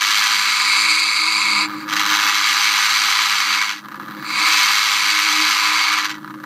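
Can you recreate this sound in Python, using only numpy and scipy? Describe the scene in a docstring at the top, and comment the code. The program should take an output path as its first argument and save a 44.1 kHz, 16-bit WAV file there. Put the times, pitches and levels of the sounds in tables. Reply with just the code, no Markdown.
"""Inside a wooden nest box, two grey parrots growl at a camera held in close.
Both growl from the start, one rasping broadly and at once strong, the other more hollow and gaining
strength: each throat flutters about a hundred times a second and chops a strong hiss. The growl sinks to
a low, croaking rattle near 1.7 s, rises for a second long bout, sinks again near 4 s with slack pops,
rises a third time and ends in rattle and pops. A hum at two and three times the flutter and a faint hiss
lie beneath; the small box rings on the voices."""
import sys
import numpy as np
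from scipy import signal
from scipy.fft import rfft, irfft, next_fast_len
from scipy.io import wavfile
from scipy.ndimage import uniform_filter1d, minimum_filter1d, map_coordinates

SR = 44100
rng = np.random.default_rng(int(sys.argv[2]) if len(sys.argv) > 2 else 0)


def store_pcm(level_fs):
    """Save levels as 16-bit WAV."""
    pcm = np.round(np.clip(level_fs, -1, 1) * 32767).astype(np.int16)
    wavfile.write(sys.argv[1], SR, np.atleast_2d(pcm).T)


N = 284445

# colour of a croaking throat, shared by croaks and pops: f/Hz, relative level/dB
CROAK_COLOUR = [(150, -20), (500, -19.5), (680, -23.5), (900, -3), (1200, 1.5), (1750, -0.5), (2200, -18),
                (4000, -18), (6500, -29.5), (9000, -39.5), (15000, -25.5)]
RUMBLE_REST_DB = -54.5  # the chest rumble between its swells


def amp(db):
    """Decibels to gain."""
    return 10 ** (np.asarray(db) / 20)


def unit(x):
    """Scale to rms 1."""
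    return x / np.sqrt(np.mean(x ** 2) + 1e-20)


def curve(rows):
    """One value per sample, in straight lines between (time, value) rows."""
    t, values = np.transpose(rows)
    return np.interp(np.arange(N) / SR, t, values)


def wobble(rate):
    """A smooth random curve through normally distributed knots, rate knots a second."""
    knots = rng.standard_normal(int(N * rate / SR) + 4)
    return map_coordinates(knots, [np.arange(N) * rate / SR])


def swell(start, end, attack, release):
    """Gain that rises, holds at 1 and falls; all times in s."""
    t = np.arange(N) / SR
    return np.clip((t - start) / attack, 0, 1) * np.clip((end - t) / release, 0, 1)


def rumble_swell():
    """dB over rest: the chest growl never stops, and swells as each bout runs out."""
    # chesty rumbles that bridge the breaks: start t/s, end t/s, level/dB
    rumbles = [(1.29, 2.32, -39.5), (3.72, 4.62, -38.5), (5.95, 6.9, -40.5)]
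    attack_s, release_s = 0.26, 0.41
    swells = np.zeros(N)
    for start, end, db in rumbles:
        swells += amp(db - RUMBLE_REST_DB) * swell(start, end, attack_s, release_s)
    return 10 * np.log10(1 + swells ** 2)


def bouts(rows):
    """Gain, treble dB and beak opening: a bout drifts, has one push, and the beak opens and shuts once."""
    push_half_s = 0.21
    arch_shape = 0.84  # small = the beak is wide open sooner
    t = np.arange(N) / SR
    gain, treble_db, opening = np.zeros((3, N))
    for start, end, attack, release, first_db, last_db, push_at, push_db, first_treble, last_treble in rows:
        progress = np.clip((t - start) / (end - start), 0, 1)
        push = np.exp(-((t - push_at) / push_half_s) ** 2)
        level_db = first_db + (last_db - first_db) * progress + push_db * push
        gain += swell(start, end, attack, release) * amp(level_db)
        drifting_treble = first_treble + (last_treble - first_treble) * progress
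        treble_db = np.where(t >= start, drifting_treble, treble_db)
        opening += np.abs(np.sin(np.pi * progress)) ** arch_shape
    return gain, treble_db, opening


def flutter(rate_hz, jitter, scatter_db, puff_life, snap_db, leak_db, rebound_db=-6, rebound_delay=0.00299):
    """Each throat opening gives a snap and a puff of turbulence that swells and dies; some air always leaks.

    jitter, puff_life and rebound_delay are in s."""
    opens = np.flatnonzero(np.diff(np.floor(np.cumsum(rate_hz) / SR)))
    late, size, slack, bounce = rng.standard_normal((len(opens), 4)).T

    def place(at, db):
        """Impulses at the given samples."""
        return np.bincount(np.clip(at, 0, N - 1).astype(int), amp(db), N)

    snaps = place(opens + late * jitter * SR, scatter_db * np.tanh(size))
    # the membranes bounce open again, less punctually
    rebounds = opens + (rebound_delay + 2 * slack * jitter) * SR
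    snaps += place(rebounds, rebound_db + scatter_db * np.tanh(bounce))
    age = np.arange(SR // 20) / SR / puff_life
    flow = signal.fftconvolve(snaps, np.sqrt(age) * np.exp(-age))[:N]
    air = (unit(flow) + amp(leak_db)) * rng.standard_normal(N)
    return unit(unit(air) + amp(snap_db) * unit(snaps))


def voiced(x, throat, size=8192):
    """Causal ringing of a throat colour and the box modes, at unchanged power for a flat input."""
    # modes (lift over 0) and nulls (under 0) of the box with the birds in it: f/Hz, width/Hz, lift/dB
    box = [(209, 46, 3), (298.7, 31, 12.5), (454, 23, -8.5), (524, 38, 11.5), (824, 85, 9), (868, 44, -11),
           (1010, 64, 6), (1065, 28, -8.5), (1220, 175, 6), (1705, 61, 4), (1810, 25, -14), (1942, 32, 7.5),
           (2203, 210, 9), (2593, 23, 9), (2835, 62, 6), (3040, 32, -2), (3163, 71, 7.5), (3384, 35, -3.5),
           (3426, 56, 8.5), (3500, 59, -4.5), (3997, 320, 6.5), (4450, 79, -1.5), (4500, 47, 5.5),
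           (4640, 38, 7.5), (6080, 390, 6), (7050, 69, -26), (7257, 75, 11), (9170, 410, 6.5),
           (11470, 115, 10.5), (12740, 150, 14), (13900, 350, 6)]
    hz = np.fft.rfftfreq(size, 1 / SR)
    f, db = np.transpose(throat)
    colour_db = np.interp(np.log(hz + 1), np.log(f), db)
    for centre, width, lift in box:
        colour_db = colour_db + lift / (1 + (2 * (hz - centre) / width) ** 2)
    # folding the cepstrum forward makes the ring minimum-phase
    cepstrum = irfft(np.log(amp(colour_db)))
    cepstrum[1:size // 2] *= 2
    cepstrum[size // 2 + 1:] = 0
    ring = irfft(np.exp(rfft(cepstrum)))
    return signal.fftconvolve(x, ring / np.linalg.norm(ring))[:N]


def brighten(x, treble_db, corner_hz):
    """Lift or lower the treble over time, as an opening beak lifts it."""
    low_pass = signal.butter(1, corner_hz, fs=SR, output="sos")
    dull = signal.sosfiltfilt(low_pass, x)
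    return dull + amp(treble_db) * (x - dull)


def faint_hiss():
    """An even white hiss under everything."""
    return amp(-57.5) * rng.standard_normal(N)


def drone(rate_hz, third_lift_db=3.0):
    """The box picks out the second and third harmonics of the flutter: two wavering sines."""
    # hum at three times the flutter rate: t/s, level/dB before the lift
    hum = [(0, -51), (.55, -55.5), (.9, -43), (1.15, -50), (1.4, -46), (1.65, -35), (2.1, -37),
           (2.3, -47.5), (3.1, -54.5), (3.8, -47), (4.4, -41.5), (4.85, -55), (5.08, -44), (5.4, -32),
           (5.52, -46), (5.85, -41.5), (6.45, -39.5)]
    second_rest_db, second_follows = -51, 0.53  # level at rest, share of the rumble's swell
    phase = 2 * np.pi * np.cumsum(rate_hz) / SR
    second_db = second_rest_db + second_follows * rumble_swell()
    third_db = curve(hum) + third_lift_db
    lines = np.zeros(N)
    for harmonic, db in ((2, second_db), (3, third_db)):
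        level = amp(db + 2.4 * wobble(14))
        lines += level * np.sin(harmonic * phase + .4 * wobble(25))
    return lines


def chest_rumble(rate_hz):
    """With little air the flutter turns uneven and rumbles deep in the chest."""
    # colour of the chest: f/Hz, relative level/dB
    chest_colour = [(30, -27), (75, -31), (105, -14), (140, -1.5), (175, -6.5), (280, -6), (340, -3.5),
                    (420, -20.5), (600, -18), (1200, -52)]
    source = flutter(rate_hz, jitter=.003, scatter_db=0.5, puff_life=0.0027, snap_db=-2, leak_db=0)
    return voiced(source * amp(RUMBLE_REST_DB + rumble_swell()), chest_colour)


def dry_croak(rate_hz, uneven_db=3):
    """With little air the throat snaps unevenly: a dry croak around the breaks."""
    # croaks: start t/s, end t/s, attack/s, release/s, first level/dB, last level/dB,
    # push t/s, push/dB, first treble/dB, last treble/dB
    croak_bouts = [(1.62, 1.875, .05, 0.034, -32, -32.5, 1.94, -1.5, 3, 1),
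                   (1.85, 2.45, 0.039, 0.23, -29.5, -29, 2.27, 2.5, 4.5, 3),
                   (3.7, 4.6, 0.086, 0.12, -40.5, -30.5, 4.3, 0, -2, 9),
                   (5.85, 6.5, .15, 0.052, -35.5, -45, 5.96, 2, 0, 0)]
    gain, treble_db, _ = bouts(croak_bouts)
    source = flutter(rate_hz, jitter=.0005, scatter_db=3, puff_life=.0012, snap_db=-2, leak_db=-7,
                     rebound_db=-6.5)
    croak = voiced(source * gain * amp(uneven_db * wobble(80)), CROAK_COLOUR)
    return brighten(croak, treble_db, corner_hz=2700)


def pops(snap_db=-5, lift_db=12.5):
    """Single slack openings of the throat: a snap, then a short gurgle of air."""
    # the clearest croaking pops: t/s, level/dB before the lift, life/s
    slack_openings = [(3.8846, -18, .0014), (3.9205, -19, .0015), (3.944, -18, .004),
                      (3.957, -19.5, 0.0044), (3.9985, -19, .0015), (4.029, -20, 0.0069),
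                      (4.085, -23, .003), (4.136, -22, 0.0045), (6.2457, -20, .0011),
                      (6.277, -20.5, 0.0054), (6.306, -22, 0.005), (6.341, -21.5, 0.0055),
                      (6.401, -23.5, 0.0047), (6.439, -17, 0.0045)]
    t = np.arange(SR // 30) / SR
    source = np.zeros(N + SR)
    for start, db, life in slack_openings:
        puff = np.exp(-t / life) * rng.standard_normal(len(t))
        puff /= np.linalg.norm(puff)
        puff[0] += amp(snap_db)
        source[round(start * SR):][:len(t)] += amp(db + lift_db) * puff
    return voiced(source[:N], CROAK_COLOUR)


def hollow_bird(rate_hz, beak_db=7.0, open_loss_db=-3.0):
    """Membranes opening twice a cycle in a narrowly resonant throat; an open beak thins and brightens it."""
    # colour of the hollow throat: f/Hz, relative level/dB
    throat = [(100, -42), (650, -25.5), (850, -14), (1000, -1), (1280, -2.5), (1500, -6.5), (1950, -10),
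              (2150, -1), (2380, 1.5), (2650, -5), (3000, -17.5), (4000, -6), (4620, -0.5), (5000, -6.5),
              (5400, -25), (5600, -22), (6000, -19.5), (7200, -13.5), (15500, -43.5)]
    # bouts, loud and faint: start t/s, end t/s, attack/s, release/s, first level/dB, last level/dB,
    # push t/s, push/dB, first treble/dB, last treble/dB
    hollow_bouts = [(-.05, 1.68, 0.023, 0.048, -26, -15.5, .82, 3.5, 5.5, -1.5),
                    (1.665, 1.86, .015, .02, -37, -35, 1.8, 0.5, -7, -4),
                    (2.15, 3.78, 0.32, 0.21, -23.5, -19, 2.06, 1.5, 2, -6),
                    (4.08, 4.33, .15, 0.069, -44, -36, 4.26, 1, -8, -7),
                    (4.24, 6.07, 0.2, .16, -20, -16.5, 4.415, 6.5, -3.5, -6.5)]
    gain, treble_db, opening = bouts(hollow_bouts)
    source = flutter(rate_hz, jitter=.00025, scatter_db=1.6, puff_life=.0012, snap_db=-4.5, leak_db=-3,
                     rebound_db=-2.5, rebound_delay=.0045)
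    growl = voiced(source * gain * amp(open_loss_db * opening), throat)
    return brighten(growl, treble_db + beak_db * opening + 1.2 * wobble(70), corner_hz=3020)


def rasping_bird(rate_hz, beak_db=4.0, shut_leak_db=-9, open_leak_db=0, sputter_db=3.0):
    """A wide, harsh growl: sputtering pulses at both ends of a bout, blurring into hiss at full flow."""
    # colour of the rasping throat: f/Hz, relative level/dB
    throat = [(100, -49), (450, -25), (660, -36), (800, -10), (1150, 1), (1600, 3.5), (2300, -2.5),
              (2900, -1), (4600, -3), (6300, -6.5), (8000, -16), (10500, -24), (12700, -20), (15500, -26.5)]
    # bouts: start t/s, end t/s, attack/s, release/s, first level/dB, last level/dB,
    # push t/s, push/dB, first treble/dB, last treble/dB
    rasp_bouts = [(-.05, 1.25, 0.027, 0.34, -17, -27, 0.085, 1.5, 2, -14.5),
                  (1.87, 3.825, 0.066, 0.2, -18, -19.5, 2.15, 1.5, -3.5, -2.5),
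                  (4.25, 6.18, 0.28, 0.16, -24, -16.5, 4.59, 5.5, 2.5, -6.5)]
    gain, treble_db, opening = bouts(rasp_bouts)
    leak_db = shut_leak_db + (open_leak_db - shut_leak_db) * opening
    source = flutter(rate_hz, jitter=.00035, scatter_db=2.1, puff_life=.0014, snap_db=-5.5, leak_db=leak_db,
                     rebound_db=-4, rebound_delay=.0028)
    sputter = amp(sputter_db * (1 - opening) * wobble(60))
    growl = voiced(source * gain * sputter, throat)
    return brighten(growl, treble_db + beak_db * opening + 0.85 * wobble(60), corner_hz=2720)


def scene():
    """Both birds close by in the box, over a hum and a faint even hiss."""
    # shared pace of the throats' flutter: t/s, f/Hz
    flutter_pace = [(0, 104.1), (.55, 103.2), (1.3, 106.8), (1.65, 102.5), (3.1, 104.3), (3.7, 102.5),
                    (4.4, 104.6), (5.5, 102.5), (6.45, 102.9)]
    pace = curve(flutter_pace)
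    # each throat strays from the pace on its own
    rasping_rate = pace * (1 + .01 * wobble(25))
    hollow_rate = pace * (1 + .015 * wobble(25))
    background = faint_hiss() + drone(pace)
    rattle = chest_rumble(rasping_rate) + dry_croak(rasping_rate) + pops()
    growls = hollow_bird(hollow_rate) + rasping_bird(rasping_rate)
    return (background + rattle + growls)[None]


def record(dry, low_cut_hz=90, ceiling=0.61, top_hz=15600):
    """The microphone drops the deep bass, a fast limiter holds the peaks, and the band ends at top_hz."""
    high_pass = signal.butter(2, low_cut_hz, "high", fs=SR, output="sos")
    thin = signal.sosfilt(high_pass, dry)
    needed = ceiling / np.maximum(np.abs(thin), ceiling)
    # the gain dips smoothly around each peak, within 81 samples
    limiter_gain = uniform_filter1d(minimum_filter1d(needed, size=81), size=81)
    held = thin * limiter_gain
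    size = next_fast_len(N + SR // 2)
    in_band = np.fft.rfftfreq(size, 1 / SR) < top_hz
    return irfft(rfft(held, size) * in_band, size)[..., :N]


dry = scene()
out = record(dry)
store_pcm(out)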